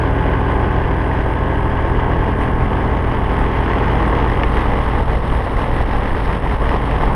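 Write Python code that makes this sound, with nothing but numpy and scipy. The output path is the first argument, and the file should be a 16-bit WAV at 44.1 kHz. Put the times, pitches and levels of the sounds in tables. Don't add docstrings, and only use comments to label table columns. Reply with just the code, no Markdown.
import sys
import numpy as np
from scipy import signal
from scipy.fft import rfft, irfft, next_fast_len
from scipy.io import wavfile
from scipy.ndimage import uniform_filter1d, minimum_filter1d, map_coordinates

SR = 44100
rng = np.random.default_rng(int(sys.argv[2]) if len(sys.argv) > 2 else 0)


def dump(signal):
    limited = np.clip(np.atleast_2d(signal).T, -1, 1)
    pcm = np.round(limited * 32767).astype(np.int16)
    wavfile.write(sys.argv[1], SR, pcm)


N = 315315

# (order [x cycle rate], looking down [dB], looking ahead [dB])
ENGINE_TONES = [(1, -6.5, -11.0), (2, -1.7, -6.5), (3, -2.8, -6.8), (4, -20.5, -18.5), (5, -14.0, -13.5),
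                (6, -19.0, -14.0), (7, -10.5, -14.0), (8, -13.0, -17.5), (9, -13.0, -24.5),
                (10, -10.0, -18.0), (11, -15.5, -13.0), (12, -20.0, -15.5), (13, -13.5, -19.0),
                (14, -24.5, -16.0), (15, -26.0, -21.5), (16, -19.5, -31.0), (17, -28.0, -25.0),
                (18, -27.0, -17.0), (19, -20.5, -23.5), (20, -35.5, -16.0), (21, -28.0, -23.0),
                (22, -17.0, -16.0), (23, -18.0, -31.5), (24, -25.5, -21.5), (25, -31.5, -18.0),
                (26, -15.5, -15.0), (27, -19.0, -19.5), (28, -22.5, -20.0), (29, -39.5, -20.0),
                (30, -27.0, -26.0), (31, -21.0, -22.0), (32, -35.0, -29.0), (33, -30.0, -26.0),
                (34, -31.0, -34.5), (35, -31.0, -30.5), (37, -32.0, -36.5), (40, -30.0, -42.0),
                (41, -27.0, -40.0), (42, -35.0, -32.0), (43, -27.5, -40.0), (120, -46.5, -58)]
# (order [x cycle rate], pose [0..1], half-width [pose], gain [dB])
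BODY_REFLECTIONS = [(2, .15, .15, 1.2), (5, .25, .1, 5), (6, .33, .16, 5.5), (7, .28, .1, 1.5),
                    (9, .3, .08, 2), (9, .7, .12, 4), (10, .4, .18, 2), (11, .4, .2, -1.5),
                    (13, .45, .16, -5)]


def engine(cycle, pose):
    lag_turns = .15
    turns = cycle - lag_turns + .0005 * wobble(70)
    strength = amp(.7 * wobble(60))
    return strength * pulse_train(ENGINE_TONES, np.sin, turns, pose, flutter_db=1.25,
                                  scatter_turns=.0392, reflections=BODY_REFLECTIONS, smear_turns=.032)


# (order [x blade rate], looking down [dB], looking ahead [dB])
BLADE_TONES = [(1, 0.0, 1.0), (2, -11.0, -15.0), (3, -11.5, -16.0), (4, -21.0, -17.5), (5, -14.5, -16.5),
               (6, -21.5, -21.0), (7, -15.0, -16.5), (8, -20.0, -15.5), (9, -21.0, -17.5),
               (11, -19.5, -22.0), (12, -17.0, -30.5), (13, -22.0, -29.5), (14, -19.0, -25.0),
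               (15, -30.5, -25.5), (16, -12.0, -18.5), (18, -30.5, -25.0), (19, -20.0, -31.0),
               (20, -28.0, -26.0), (27, -24.0, -29.0), (28, -18.0, -30.5), (29, -21.5, -30.0),
               (30, -17.3, -35.0), (31, -23.5, -41.5), (32, -28.0, -41.5)]


def propeller(blade, pose):
    lag_turns = .08
    turns = blade - lag_turns + .0007 * wobble(45)
    strength = amp(.6 * wobble(30))
    return strength * pulse_train(BLADE_TONES, np.cos, turns, pose, flutter_db=0, scatter_turns=.0509)


def pulse_train(tones, wave, turns, pose, flutter_db, scatter_turns, reflections=(), smear_turns=0):
    firm_below_order, casing_order = 8.5, 21
    out = np.zeros(N)
    for order, down_db, ahead_db in tones:
        loose = min(1, order / firm_below_order)
        level_db = down_db + pose * (ahead_db - down_db)
        level_db += flutter_db * loose * wobble(7)
        level_db += sum(db * bell(pose, at, width) for k, at, width, db in reflections if k == order)
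        scatter = scatter_turns * order * rng.standard_normal()
        smear = smear_turns * (order < casing_order) * wobble(22)
        out -= amp(level_db) * wave(2 * np.pi * (order * turns + loose * (scatter + smear)))
    return np.sqrt(2) * out


# (time [s], cycle rate [Hz])
CYCLE_RATE = [(0, 39.57), (0.65, 39.94), (1.25, 40.45), (1.5, 40.99), (1.85, 40.84), (2.25, 41.05),
              (2.5, 40.81), (2.8, 40.87), (3.3, 40.83), (3.6, 40.67), (3.8, 40.9), (4.45, 40.51),
              (4.7, 41.2), (5, 40.99), (5.6, 41.03), (6.25, 40.82), (6.5, 41.08), (6.8, 40.87),
              (7.15, 40.93)]


def shaft():
    passes_per_cycle = 1.3467
    cycle = np.cumsum(curves(CYCLE_RATE)[0]) / SR
    return cycle, passes_per_cycle * cycle


# (frequency [Hz], relative density [dB])
ROAR_DOWN_SPECTRUM = [(50, -29), (130, -0.5), (220, -1.5), (400, -2), (600, -6), (760, -4), (880, -1),
                      (1100, -4.5), (1300, -15.5), (1600, -45), (3000, -83)]
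# (frequency [Hz], relative density [dB])
ROAR_AHEAD_SPECTRUM = [(50, -28), (130, 1.5), (220, -3), (400, -4.5), (620, -5.5), (760, -4), (880, -2),
                       (1100, -5.5), (1300, -11), (1600, -42), (3000, -86)]


def exhaust_roar(cycle, blade, pose):
    puffs = 1 + .9 * bursts(4 * cycle, 1.5) + .3 * bursts(cycle - .5, 3) + .3 * bursts(blade, 1.5)
    puffs *= amp((2 + .2 * pose) * wobble(150))
    down = noise(ROAR_DOWN_SPECTRUM, puffs)
    ahead = amp(.8) * noise(ROAR_AHEAD_SPECTRUM, puffs)
    return np.sqrt(1 - pose) * down + np.sqrt(pose) * ahead


# (frequency [Hz], relative density [dB])
RUSH_SPECTRUM = [(900, -18.5), (1350, -3), (1650, 1), (1980, 1.5), (2250, -5.5), (2600, -9.5), (2900, -8),
                 (3300, -11.5), (3700, -22.5), (4400, -28.5), (5100, -29), (6000, -38.5), (6500, -32.5),
                 (7300, -65)]


def propeller_rush(cycle, blade, pose):
    pulses = 1 + .75 * bursts(4 * cycle, 1.5) + .5 * bursts(cycle - .5, 9) + .4 * bursts(blade, 1.5)
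    envelope = pulses * np.sqrt(rasp(cycle, blade, pose)) * amp(1.18 * wobble(200))
    return amp(-.5) * noise(RUSH_SPECTRUM, envelope)


def rasp(cycle, blade, pose):
    spikes = 1 + .47 * pose * (bursts(blade, 12) + bursts(cycle - .5, 18))
    return spikes / np.sqrt(uniform_filter1d(spikes ** 2, size=SR // 2))


# (time [s], level [dB])
BUFFET_LEVEL = [(0, -29.5), (1.9, -23.5), (2.7, -22.5), (3.15, -23.5), (4.1, -27), (4.35, -22), (4.9, -21),
                (5.25, -21.5), (5.7, -18), (6.7, -20), (7.15, -17.5)]
# (frequency [Hz], relative density [dB])
BUFFET_SPECTRUM = [(4, -26), (12, 0), (25, 5), (32, 3), (42, 2), (70, -3), (100, -6), (150, -17),
                   (300, -36), (1000, -76)]


def buffet(gust_db):
    lumps = amp(wobble(21))
    return amp(curves(BUFFET_LEVEL)[0] + gust_db) * noise(BUFFET_SPECTRUM, lumps)


# (time [s], half-width [s], air noise gain [dB], buffet gain [dB])
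AIR_GUSTS = [(.52, 0.016, 3, -1), (2.42, 0.017, 4, 1), (2.65, 0.036, 1, 7), (3.43, 0.037, 1, 6),
             (4.58, 0.035, 2.5, 2), (4.74, 0.055, .5, -3), (5.0, 0.031, 0.9, 3), (5.16, 0.028, -0.2, 4.5),
             (5.34, 0.052, 2, 6), (5.48, 0.043, 0, 0.5), (5.61, 0.029, 3.5, 2), (5.785, 0.035, 3, 1),
             (5.95, .012, 1.5, 3), (6.17, 0.024, -0.5, 2), (6.54, 0.015, 2, 2.5), (6.73, 0.051, 1, 0.5),
             (7.03, 0.01, 2.5, 1)]


def gusts():
    t = np.arange(N) / SR
    air_db = sum(db * bell(t, at, width) for at, width, db, _ in AIR_GUSTS)
    buffet_db = sum(db * bell(t, at, width) for at, width, _, db in AIR_GUSTS)
    return air_db, buffet_db


# (time [s], peak [dB])
BUCKLE_TICKS = [(4.434, -7)]
# (frequency [Hz], relative level [dB], t60 [s])
BUCKLE_MODES = [(1150, 1.5, .022), (1770, 5, .026), (2080, 0, .02), (2290, 1, .02), (2600, 0, .016),
                (2920, -1, .02), (3370, -7, .014), (4400, -19, .012), (5200, -21, .014), (6000, -25, .014)]


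def buckle():
    attack_s, crack_t60_s, crack_top_hz = .0005, .0079, 4900
    out, t = np.zeros(N + SR), np.arange(SR // 10) / SR
    for start_s, peak_db in BUCKLE_TICKS:
        ring = sum(amp(db - 60 * t / t60) * np.sin(2 * np.pi * (hz * t + rng.random()))
                   for hz, db, t60 in BUCKLE_MODES)
        crack = signal.lfilter(*signal.butter(8, crack_top_hz, fs=SR), rng.standard_normal(len(t)))
        crack *= .5 * amp(-60 * t / crack_t60_s)
        tick = (ring + crack) * (1 - np.exp(-t / attack_s))
        out[round(start_s * SR):][:len(t)] += amp(peak_db) * tick / np.abs(tick).max()
    return out[:N]


# (frequency [Hz], relative density [dB])
HISS_SPECTRUM = [(2000, -20), (3600, 11.5), (4500, 1), (5400, 1.5), (6400, -23), (7500, -17.5),
                 (13000, -15), (14000, -35)]
# (frequency [Hz], relative density [dB])
FIZZ_SPECTRUM = [(4000, -11), (6500, -10), (7300, -57), (7900, -7), (8400, 7), (8900, 4.5), (9500, -5.5),
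                 (10300, 5), (10900, 8), (11800, -11), (13200, -17), (14000, -15)]


def airstream(cycle, blade, pose, swell_db):
    shake = 1 + .44 * bursts(blade, 3.8) + .35 * bursts(cycle - .5, 6)
    shake *= amp(1.44 * wobble(90) + .57 * wobble(9.2))
    flicker = amp(2.4 * wobble(120) + .79 * wobble(14))
    hiss = amp(-51) * pose * noise(HISS_SPECTRUM, rasp(cycle, blade, pose) * flicker)
    fizz_db = -62.5 + 4.5 * pose + .27 * swell_db
    return hiss + amp(fizz_db) * noise(FIZZ_SPECTRUM, shake)


# (time [s], depth [dB])
LEVEL_DIPS = [(2.685, 2.5), (4.49, 0.5), (5.05, 4.5), (5.215, 3.3), (5.42, 2), (5.85, 3.5), (6.41, 4.7),
              (6.581, 5), (6.79, 2.5)]


def dips(width_s=.015):
    t = np.arange(N) / SR
    return amp(-sum(db * bell(t, at, width_s) for at, db in LEVEL_DIPS))


def amp(db):
    return 10 ** (np.asarray(db) / 20)


def bell(x, centre, width):
    return np.exp(-.5 * ((x - centre) / width) ** 2)


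def bursts(turns, sharpness):
    return np.exp(sharpness * (np.cos(2 * np.pi * turns) - 1))


def curves(rows):
    times, *columns = np.transpose(rows)
    return [np.interp(np.arange(N) / SR, times, column) for column in columns]


def wobble(rate_hz):
    knots = rng.standard_normal(int(N * rate_hz / SR) + 4)
    coarse = np.linspace(0, N, N // 20)
    return np.interp(np.arange(N), coarse, map_coordinates(knots, [coarse * rate_hz / SR]))


def filtered(x, response):
    size = next_fast_len(N + SR // 2)
    return irfft(rfft(x, size) * response(np.fft.rfftfreq(size, 1 / SR)), size)[:N]


def noise(spectrum, envelope):
    points_hz, db = np.transpose(spectrum)
    white = envelope * rng.standard_normal(N)
    coloured = filtered(white, lambda hz: amp(np.interp(np.log(hz + 1), np.log(points_hz), db)))
    return coloured / np.sqrt(np.mean(coloured ** 2) + 1e-20)


# (time [s], pose [0 looking down .. 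1 looking ahead])
HEAD_POSE = [(0, 0.06), (1.5, 0.024), (2.6, 0.21), (3.2, 0.48), (3.7, 0.36), (4.5, 0.93), (5.5, 0.96),
             (7.15, 1)]
# (time [s], drone [dB], roar [dB], rush [dB])
MOTOR_LEVELS = [(0, -21.5, -23, -32), (.6, -21, -23, -32), (1, -22.5, -24, -31.5), (1.6, -22.5, -24, -32),
                (2.15, -22, -23.5, -32), (2.4, -22, -24, -32.5), (2.85, -22, -23, -31.5),
                (3.05, -23, -24, -32.6), (3.35, -21.5, -24.2, -31.5), (3.6, -22, -22.5, -29),
                (4, -19.5, -21.5, -27.5), (4.35, -20.5, -24.5, -30.5), (4.85, -21, -23.5, -30),
                (5.2, -23.5, -25.5, -33), (5.7, -23, -26, -32.5), (6.3, -23.5, -25.7, -31.5),
                (6.95, -21.5, -23.5, -30.5), (7.15, -22, -23.5, -33)]


def scene():
    cycle, blade = shaft()
    pose = np.clip(curves(HEAD_POSE)[0], 0, 1)
    drone_db, roar_db, rush_db = curves(MOTOR_LEVELS)
    air_gust_db, buffet_gust_db = gusts()
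    drone = amp(drone_db) * (engine(cycle, pose) + propeller(blade, pose))
    roar = amp(roar_db) * exhaust_roar(cycle, blade, pose)
    rush = amp(rush_db) * propeller_rush(cycle, blade, pose)
    turbulence = amp(.76 * wobble(16)) * (roar + rush)
    air = turbulence + airstream(cycle, blade, pose, swell_db=rush_db - rush_db.mean())
    flight = drone + amp(air_gust_db) * air + buffet(buffet_gust_db)
    return (dips() * flight + buckle())[None]


def record(dry):
    ceiling_db, hold_s, top_hz = -2.5, .02, 13900
    window = int(hold_s * SR)
    needed_gain = np.minimum(1, amp(ceiling_db) / (np.abs(dry[0]) + 1e-9))
    gain = uniform_filter1d(minimum_filter1d(needed_gain, window), window)
    return filtered(gain * dry[0], lambda hz: hz < top_hz)[None]


dry = scene()
out = record(dry)
dump(out)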